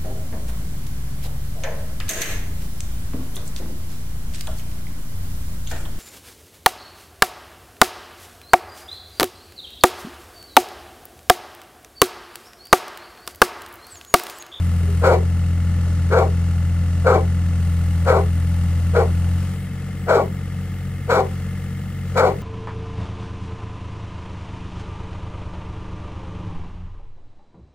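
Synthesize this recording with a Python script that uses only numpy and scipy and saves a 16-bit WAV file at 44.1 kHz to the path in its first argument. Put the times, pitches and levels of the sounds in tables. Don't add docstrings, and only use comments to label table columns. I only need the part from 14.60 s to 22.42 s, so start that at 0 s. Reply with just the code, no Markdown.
import sys
import numpy as np
from scipy import signal
from scipy.fft import rfft, irfft, next_fast_len
from scipy.io import wavfile
from scipy.ndimage import uniform_filter1d, map_coordinates

SR = 44100
rng = np.random.default_rng(int(sys.argv[2]) if len(sys.argv) > 2 else 0)


def undo_db(level):
    steps = np.asarray(level, float) / 20
    return 10 ** steps


def to_wav(s):
    ch = np.atleast_2d(s).T
    pcm = np.round(np.clip(ch, -1, 1) * 32767)
    wavfile.write(sys.argv[1], SR, pcm.astype(np.int16))


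N = 344862


def unit(x):
    return x / np.sqrt(np.mean(x ** 2) + 1e-20)


def seconds():
    return np.arange(N) / SR


def along(points, hz):
    f, v = np.transpose(points)
    return np.interp(np.log(hz + 1), np.log(f + 1), v)


def curves(rows):
    s, *columns = np.transpose(rows)
    return [np.interp(seconds(), s, column) for column in columns]


def wobble(rate):
    knots = rng.standard_normal(int(N * rate / SR) + 4)
    return map_coordinates(knots, [np.arange(N) * rate / SR])


def sine(hz):
    return np.sqrt(2) * np.sin(2 * np.pi * np.cumsum(hz) / SR)


def filtered(x, response):
    m = next_fast_len(N + SR // 2)
    return irfft(rfft(x, m) * response(np.fft.rfftfreq(m, 1 / SR)), m)[..., :N]


def resonated(x, modes, low_hz, high_hz):
    def ring(f):
        total = 0
        for k, (centre, width, db) in enumerate(modes):
            damping = 1j * f * width
            total = total + (-1) ** k * undo_db(db) * damping / (centre ** 2 - f ** 2 + damping)
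        return total

    edges = signal.butter(4, [low_hz, min(high_hz, SR / 2.1)], "bandpass", fs=SR, output="sos")
    return unit(signal.sosfilt(edges, filtered(x, ring)))


def placed(pair, left_db, lead_s):
    half = np.array([[.5], [-.5]])
    return filtered(pair, lambda hz: undo_db(half * along(left_db, hz)) * np.exp(2j * np.pi * hz * lead_s * half))


# f/Hz, left-right likeness [0-1]
PORT_LIKENESS = [(60, 0.84), (300, 1), (700, 0.79), (1500, 0.87), (3000, 0.68), (7000, 0.36), (15000, 0.15)]


def rush(spectrum, white=None):
    white = rng.standard_normal((2, N)) if white is None else white

    def mid_side(hz):
        turn = np.arccos(np.clip(along(PORT_LIKENESS, hz), -1, 1)) / 2
        return undo_db(along(spectrum, hz)) * [np.cos(turn), np.sin(turn)]

    mid, side = filtered(white, mid_side)
    return unit(np.array([mid + side, mid - side]))


def tone(rows, drift_hz, rate):
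    hz, db = curves(rows)
    on = (seconds() > rows[0][0]) & (seconds() < rows[-1][0])
    return on * undo_db(db) * sine(hz + drift_hz * wobble(rate))


# multiple of the four-stroke cycle, loaded level/dB, unloaded level/dB
EXHAUST_ORDERS = [(3.06, -36, -39.5), (4.05, -63, -48), (5.14, -47, -54), (7.26, -61, -53), (8, -69, -57),
                  (9.04, -32.5, -32.5), (10, -38.5, -62), (11.03, -49, -43), (12.015, -29.5, -35.5),
                  (12.66, -51, -47), (14.02, -79, -46), (15.31, -47, -55), (18.05, -67, -54.5),
                  (19.99, -46.5, -55), (21.04, -52.5, -82), (29.24, -61, -54.5), (32.5, -63, -95),
                  (34.6, -57, -70), (40.4, -58.5, -78), (39.8, -77, -60.5), (43.3, -59.5, -88),
                  (45.8, -68, -79), (42.6, -77, -79), (45, -69, -68), (50.5, -58.5, -73), (56, -80, -69),
                  (55.2, -66, -86), (57.9, -60, -82), (61.1, -59, -67)]


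def exhaust(cycle, boom_db, load):
    out = undo_db(boom_db) * np.cos(2 * np.pi * 6 * cycle - 2.2)
    lag = 1.1 * (1 - load)
    for k, heavy_db, light_db in EXHAUST_ORDERS:
        level_db = light_db + load * (heavy_db - light_db) + 0.58 * wobble(10)
        scatter = .7 * k * k * (k % 3)
        out = out + undo_db(level_db) * np.cos(2 * np.pi * k * cycle - 2.2 + lag * (k > 6) + scatter)
    return np.sqrt(2) * out


# crank share [0-1], ring f/Hz, width f/Hz, loaded level/dB, unloaded level/dB
STRIKING_PARTS = [(.96, 1380, 160, -51.5, -56), (.34, 1400, 170, -53, -62), (.65, 1250, 140, -60, -60),
                  (.97, 2870, 260, -58, -59.5), (.05, 2620, 200, -60, -61), (.36, 2850, 260, -58.5, -64),
                  (.28, 2100, 150, -62, -55.5), (.34, 2150, 150, -56, -56.5), (.46, 1880, 140, -57, -57),
                  (.52, 2100, 140, -59, -56), (.63, 1930, 180, -56, -57), (.79, 2060, 140, -58, -59),
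                  (.88, 1950, 140, -59, -59), (.0, 2050, 140, -59, -57), (.14, 1750, 120, -58, -62),
                  (.99, 1750, 120, -58, -64), (.04, 740, 70, -60, -56), (.7, 770, 70, -57, -62)]


def strikes(cycle, load):
    out = np.zeros(N)
    for share, hz, width_hz, heavy_db, light_db in STRIKING_PARTS:
        at = np.flatnonzero(np.diff(np.floor(cycle - share)))
        blows = np.zeros(N)
        blows[at] = undo_db(1.8 * rng.standard_normal(N)[at])
        rattle = signal.lfilter([1], [1, -np.exp(-1 / (.003 * SR))], blows) * rng.standard_normal(N)
        struck = unit(blows) + .4 * unit(rattle) + .35 * rng.standard_normal(N)
        mode = signal.tf2sos(*signal.iirpeak(hz, hz / width_hz / 1.3, SR))
        ring = signal.sosfilt(np.vstack([mode, mode]), struck)
        out += undo_db(light_db - 5 + load * (heavy_db - light_db)) * unit(ring)
    return out


# one row loaded, one unloaded; a column for each cylinder, level/dB
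CYLINDER_KNOCK = [(0, 2, 2.1), (0, -2, 3.7)]


def knocks(cycle, load):
    firing = (3 * cycle).astype(int)
    heavy_db, light_db = np.array(CYLINDER_KNOCK)[:, firing % 3]
    chance_db = 1.2 * rng.standard_normal(firing[-1] + 1)[firing]
    since = 3 * cycle - firing
    size = undo_db(light_db + load * (heavy_db - light_db) + chance_db)
    return size * (1 - np.exp(-since / 0.064)) * np.exp(-since / 0.18)


# from t/s, hiss level/dB
PUMP_PRESSURE = [
    (0, -54),
    (.55, -58),
    (3.0, -55),
    (5.07, -59.5),
    (6.5, -58.5),
    (7.1, -60),
]


def pressure():
    s, db = np.transpose(PUMP_PRESSURE)
    step = np.searchsorted(s, seconds(), "right").clip(1) - 1
    return uniform_filter1d(db[step], size=2500)


# f/Hz, level/dB per Hz
RUMBLE_SPECTRUM = [(15, -60.5), (25, -13), (61, -16.5), (91, -11), (130, -8), (184, -3.5), (226, -10.5),
                   (344, -27.5), (700, -52), (910, -72), (1540, -120)]
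CLATTER_LOADED = [(210, -52), (350, -5), (384, -6.5), (532, -2.5), (576, -5.5), (674, -9.5), (875, -10.5),
                  (947, -12.5), (1330, -6.5), (1600, -13), (1750, -11), (2310, -18), (2770, -12),
                  (3280, -17), (8000, -18), (10400, -28), (17600, -120)]
CLATTER_UNLOADED = [(210, -49), (350, -5.5), (420, -14.5), (461, -2), (656, -20), (710, -10), (831, -12),
                    (998, -22), (1180, -11.5), (1620, -16), (2100, -39), (2370, -21), (2840, -18.5),
                    (4050, -24.5), (8000, -25.5), (10400, -58), (17600, -120)]
PUMP_HISS = [(2940, -0.5), (5000, -9), (5660, -15), (6930, -23.5), (7520, -1), (8350, -7), (9200, 3.5),
             (9740, -0.5), (10400, -7.5), (13400, -6.5), (15700, -16)]
PUMP_GEARS = [(1500, -120), (1700, -2), (1850, -7.5), (2070, -2.5), (2230, -8), (2400, -120)]


def casing(cycle, load):
    knock = knocks(cycle, load)
    repeating = rng.standard_normal((2, 3000))[:, (cycle % 1 * 3000).astype(int)]
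    parts = .85 * repeating + .5 * rng.standard_normal((2, N))
    clatter = np.sqrt(load) * rush(CLATTER_LOADED, parts) + np.sqrt(1 - load) * rush(CLATTER_UNLOADED, parts)
    rumble_db = -37.5 + 0.92 * load + 0.6 * wobble(8.4)
    clatter_db = -45.5 + 1.9 * load + 0.59 * wobble(4.75)
    gears_db = -53.5 - 5 * load + .6 * wobble(4)
    out = undo_db(rumble_db) * unit((1.1 + knock) * rush(RUMBLE_SPECTRUM))
    out += undo_db(clatter_db) * unit((1.35 + knock) * unit(clatter))
    out += undo_db(pressure() + 7.5) * unit((0.75 + knock) * rush(PUMP_HISS))
    return out + undo_db(gears_db) * rush(PUMP_GEARS, parts)


# start t/s, end t/s, level/dB; one that ends before it starts stays shut
VALVE_OPENINGS = [
    (0, 7.9, -69),
    (3.0, 5.05, -75),
    (5.36, 5.78, -65),
    (5.99, 8.1, -69),
    (7.16, 5.8, -62),
    (7.28, 6.4, -62),
    (7.38, 7.3, -65),
]
# f/Hz, level/dB per Hz
VALVE_HISS = [(10800, -120), (11200, -8), (12000, -6), (12800, -14), (14000, -8), (15700, -7.5)]


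def valves():
    t = seconds()
    held = sum(undo_db(db) * (t > start) * (t < end) for start, end, db in VALVE_OPENINGS)
    return uniform_filter1d(held, size=1200) * undo_db(6.0 + 0.89 * wobble(30)) * rush(VALVE_HISS)


# t/s, four-stroke cycles per second f/Hz, boom level/dB
ENGINE_RUN = [(0, 14.35, -18.2), (.4, 14.2, -17.9), (.8, 14.38, -18.5), (1.8, 14.264, -18.5),
              (2.8, 14.419, -18.8), (3.1, 14.186, -18.4), (4.55, 14.233, -18.7), (4.75, 14.515, -18.5),
              (4.9, 15.148, -24.8), (5.05, 15.318, -31), (5.45, 15.217, -29.5), (5.95, 15.179, -28.2),
              (6.45, 15.222, -28.8), (6.75, 15.139, -27.1), (7.3, 15.328, -30.4), (7.58, 15.021, -25.8),
              (7.7, 15.12, -27), (7.82, 15.2, -36)]
# f/Hz, left over right level/dB
DIGGER_SIDE = [(60, 1.2), (200, 1.3), (700, 2), (2400, 2), (4400, 2.5), (8100, 4.5), (15000, 5.5)]


def engine():
    cycle_hz, boom_db = curves(ENGINE_RUN)
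    cycle = .029 + np.cumsum(cycle_hz + .01 * wobble(9)) / SR
    load = np.clip((boom_db + 28) / 9, 0, 1)
    digger = exhaust(cycle, boom_db, load) + strikes(cycle, load) + casing(cycle, load) + valves()
    return placed(digger, DIGGER_SIDE, lead_s=.00005)


# t/s, pitch f/Hz, level/dB
FAR_WHINE = [
    (0.19, 402, -71),
    (0.236, 411, -41.5),
    (0.258, 404, -54),
    (0.292, 404, -33),
    (0.38, 397, -51),
    (0.4, 376, -51),
]


def far_dog():
    return tone(FAR_WHINE, drift_hz=4, rate=30)


# t/s, level/dB, t60/s
CLAY_DROPS = [
    (.21, -40, 0.065),
    (1.265, -37, 0.2),
    (1.33, -42, .08),
]
# f/Hz, width f/Hz, level/dB
CLAY_MODES = [(330, 120, -2), (450, 170, -2), (624, 200, -5)]


def clods():
    t = seconds()
    fall = sum(undo_db(db - 60 * np.abs(t - s) / t60) * (t > s) for s, db, t60 in CLAY_DROPS)
    return uniform_filter1d(fall, size=400) * resonated(rng.standard_normal(N), CLAY_MODES, 300, 920)


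def vocal_folds():
    beats = np.cumsum(255 * undo_db(1.3 * wobble(60))) / SR
    slap = np.flatnonzero(np.diff(beats.astype(int)))
    folds = np.zeros(N)
    folds[slap] = undo_db(2.5 * rng.standard_normal(N)[slap])
    puff = signal.lfilter([1], [1, -np.exp(-1 / (0.0028 * SR))], folds)
    return unit(folds) + unit(puff * rng.standard_normal(N))


def steadied(x, span_s, share):
    swing = np.sqrt(np.abs(uniform_filter1d(x ** 2, size=int(span_s * SR))) + 1e-9)
    return unit(x / swing ** share)


# onset t/s, held t/s, strength level/dB, surge after onset t/s, surge level/dB
DOG_BARKS = [
    (0.434, 0.11, -17.5, 0.063, 6),
    (1.517, 0.11, -19, 0.041, 6),
    (2.46, 0.11, -18, .024, 5),
    (3.467, 0.12, -19.5, 0.032, 6.5),
    (4.349, 0.075, -22, 0.041, 8.5),
    (5.484, 0.12, -18.5, 0.0526, 10),
    (6.496, .11, -18, 0.039, 5),
    (7.565, 0.12, -17.5, 0.055, 3.5),
]
# f/Hz, width f/Hz, level/dB
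THROAT_OPEN = [(517, 39.4, 4.5), (419, 66, -3), (624, 46, -6)]
THROAT_SHUT = [(388.4, 49.6, 1), (461.5, 25, -1.8)]
MOUTH_OPEN = [(764.6, 160, 1.5), (986, 215, 2.5), (1265, 82, 5.5), (1476, 230, 3.5)]
MOUTH_SHUT = [(643, 51, 8), (767, 30, 10), (910, 560, -2.5), (1173, 124, -1.5)]
BREATH_MODES = [(1906, 230, 0.5), (2304, 113, 5.5), (3170, 1030, -11.5), (4430, 650, -7), (5460, 390, -12),
                (6280, 610, -13.5), (7520, 370, -11), (9100, 2600, -24), (11100, 870, -17),
                (15200, 1900, -19)]
CHEST_MODES = [(244, 120, 0)]


def dog():
    onset, *row = np.transpose(DOG_BARKS)
    which = np.searchsorted(onset[1:] - .2, seconds())
    held, strength_db, surge_at, surge_db = np.array(row)[:, which]
    since = seconds() - onset[which]
    after = np.maximum(since - held, 0)
    rising = np.maximum(0.0095 - since, 0)

    shut_db = 1500 * np.maximum(-.012 - since, 0)
    effort_db = np.maximum(strength_db - 552 * rising - 256 * after - shut_db, -90)
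    surge = np.exp(-((since - surge_at) / 0.034) ** 2)

    opening_db = -398 * rising
    upper_db = -0.37 + opening_db - 145 * after
    breath_db = -13 + opening_db + 2.2 * wobble(45) - 44 * np.abs(since) - 155 * after

    jaw_open_share, jaw_shut_s = .27, 0.012
    opening = np.clip((held + jaw_shut_s - since) / (held * (1 - jaw_open_share) + jaw_shut_s), 0, 1)
    larynx_rest = 0.78
    larynx = np.clip(larynx_rest + (1 - larynx_rest) * surge, 0, 1) * (0.26 + .8 * opening)

    source = vocal_folds()
    low = np.sqrt(larynx) * resonated(source, THROAT_OPEN, 373, 1025)
    low = low + np.sqrt(np.abs(1 - larynx)) * resonated(source, THROAT_SHUT, 352, 950)
    upper = opening * resonated(source, MOUTH_OPEN, 716, 1550)
    upper = upper + np.sqrt(1 - opening ** 2) * resonated(source, MOUTH_SHUT, 678, 1400)
    low = steadied(low, span_s=.03, share=.8)
    upper = steadied(upper, span_s=.015, share=.7)

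    note_hz = 508 - 25 * np.maximum(-20.5 - strength_db, 0) + 14 * wobble(40)
    low = low * np.sqrt(1 - 0.53 * surge) + undo_db(-5.5) * np.sqrt(surge) * sine(note_hz)
    air = source + 1.3 * rng.standard_normal(N) + 1.22 * rng.standard_normal((2, N))
    voice = undo_db(surge_db * surge) * low + undo_db(upper_db) * upper
    voice = voice + undo_db(-22) * resonated(source, CHEST_MODES, 180, 343)
    return undo_db(effort_db) * (voice + undo_db(breath_db) * resonated(air, BREATH_MODES, 1320, 13700))


# f/Hz, t60/s
FENCE_DECAY = [(300, 0.27), (1000, 0.25), (3000, 0.25), (10000, 0.32)]


def fences(x):
    hz, t, z = signal.stft(rng.standard_normal((2, SR // 2)), SR, nperseg=256)
    decay = undo_db(-60 * t / along(FENCE_DECAY, hz)[:, None])
    tail = signal.istft(z * decay, SR, nperseg=256)[1]
    late = np.pad(x, (700, 0))[None]
    return signal.fftconvolve(late, tail / np.linalg.norm(tail[0]), axes=1)[:, :N]


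# f/Hz, left over right level/dB
DOG_SIDE = [(300, 1.5), (700, 4), (1300, 4.5), (2400, 1.5), (4400, 0), (15000, 2)]


def dog_in_yard():
    bark = dog()
    yard = fences(bark[0])
    wall = undo_db(-38) * np.pad(yard, ((0, 0), (round(.2 * SR), 0)))[:, :N]
    return placed(bark, DOG_SIDE, lead_s=-0.00012) + undo_db(-14.0) * yard + wall


# t/s, f/Hz, level/dB
BIRD_WHISTLE = [
    (5.35, 9000, -85),
    (5.37, 8700, -67),
    (5.41, 8000, -62),
    (5.46, 7700, -64),
    (5.6, 7550, -65),
    (5.76, 7500, -68),
    (5.8, 7500, -85),
]


def bird():
    return undo_db([[2.5], [-2.5]]) * tone(BIRD_WHISTLE, drift_hz=80, rate=250)


def scene():
    return engine() + far_dog() + clods() + dog_in_yard() + bird()


def roll_off(x):
    return signal.sosfilt(signal.butter(12, 15890, fs=SR, output="sos"), x)


def record(dry):
    soft = dry / (1 + np.abs(dry / 1.02) ** 8) ** (1 / 8)
    mix = filtered(soft, lambda hz: (hz < 15750) / np.sqrt(1 + (36 / (hz + 1)) ** 8))
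    return roll_off(mix)


dry = scene()
out = record(dry)
to_wav(out)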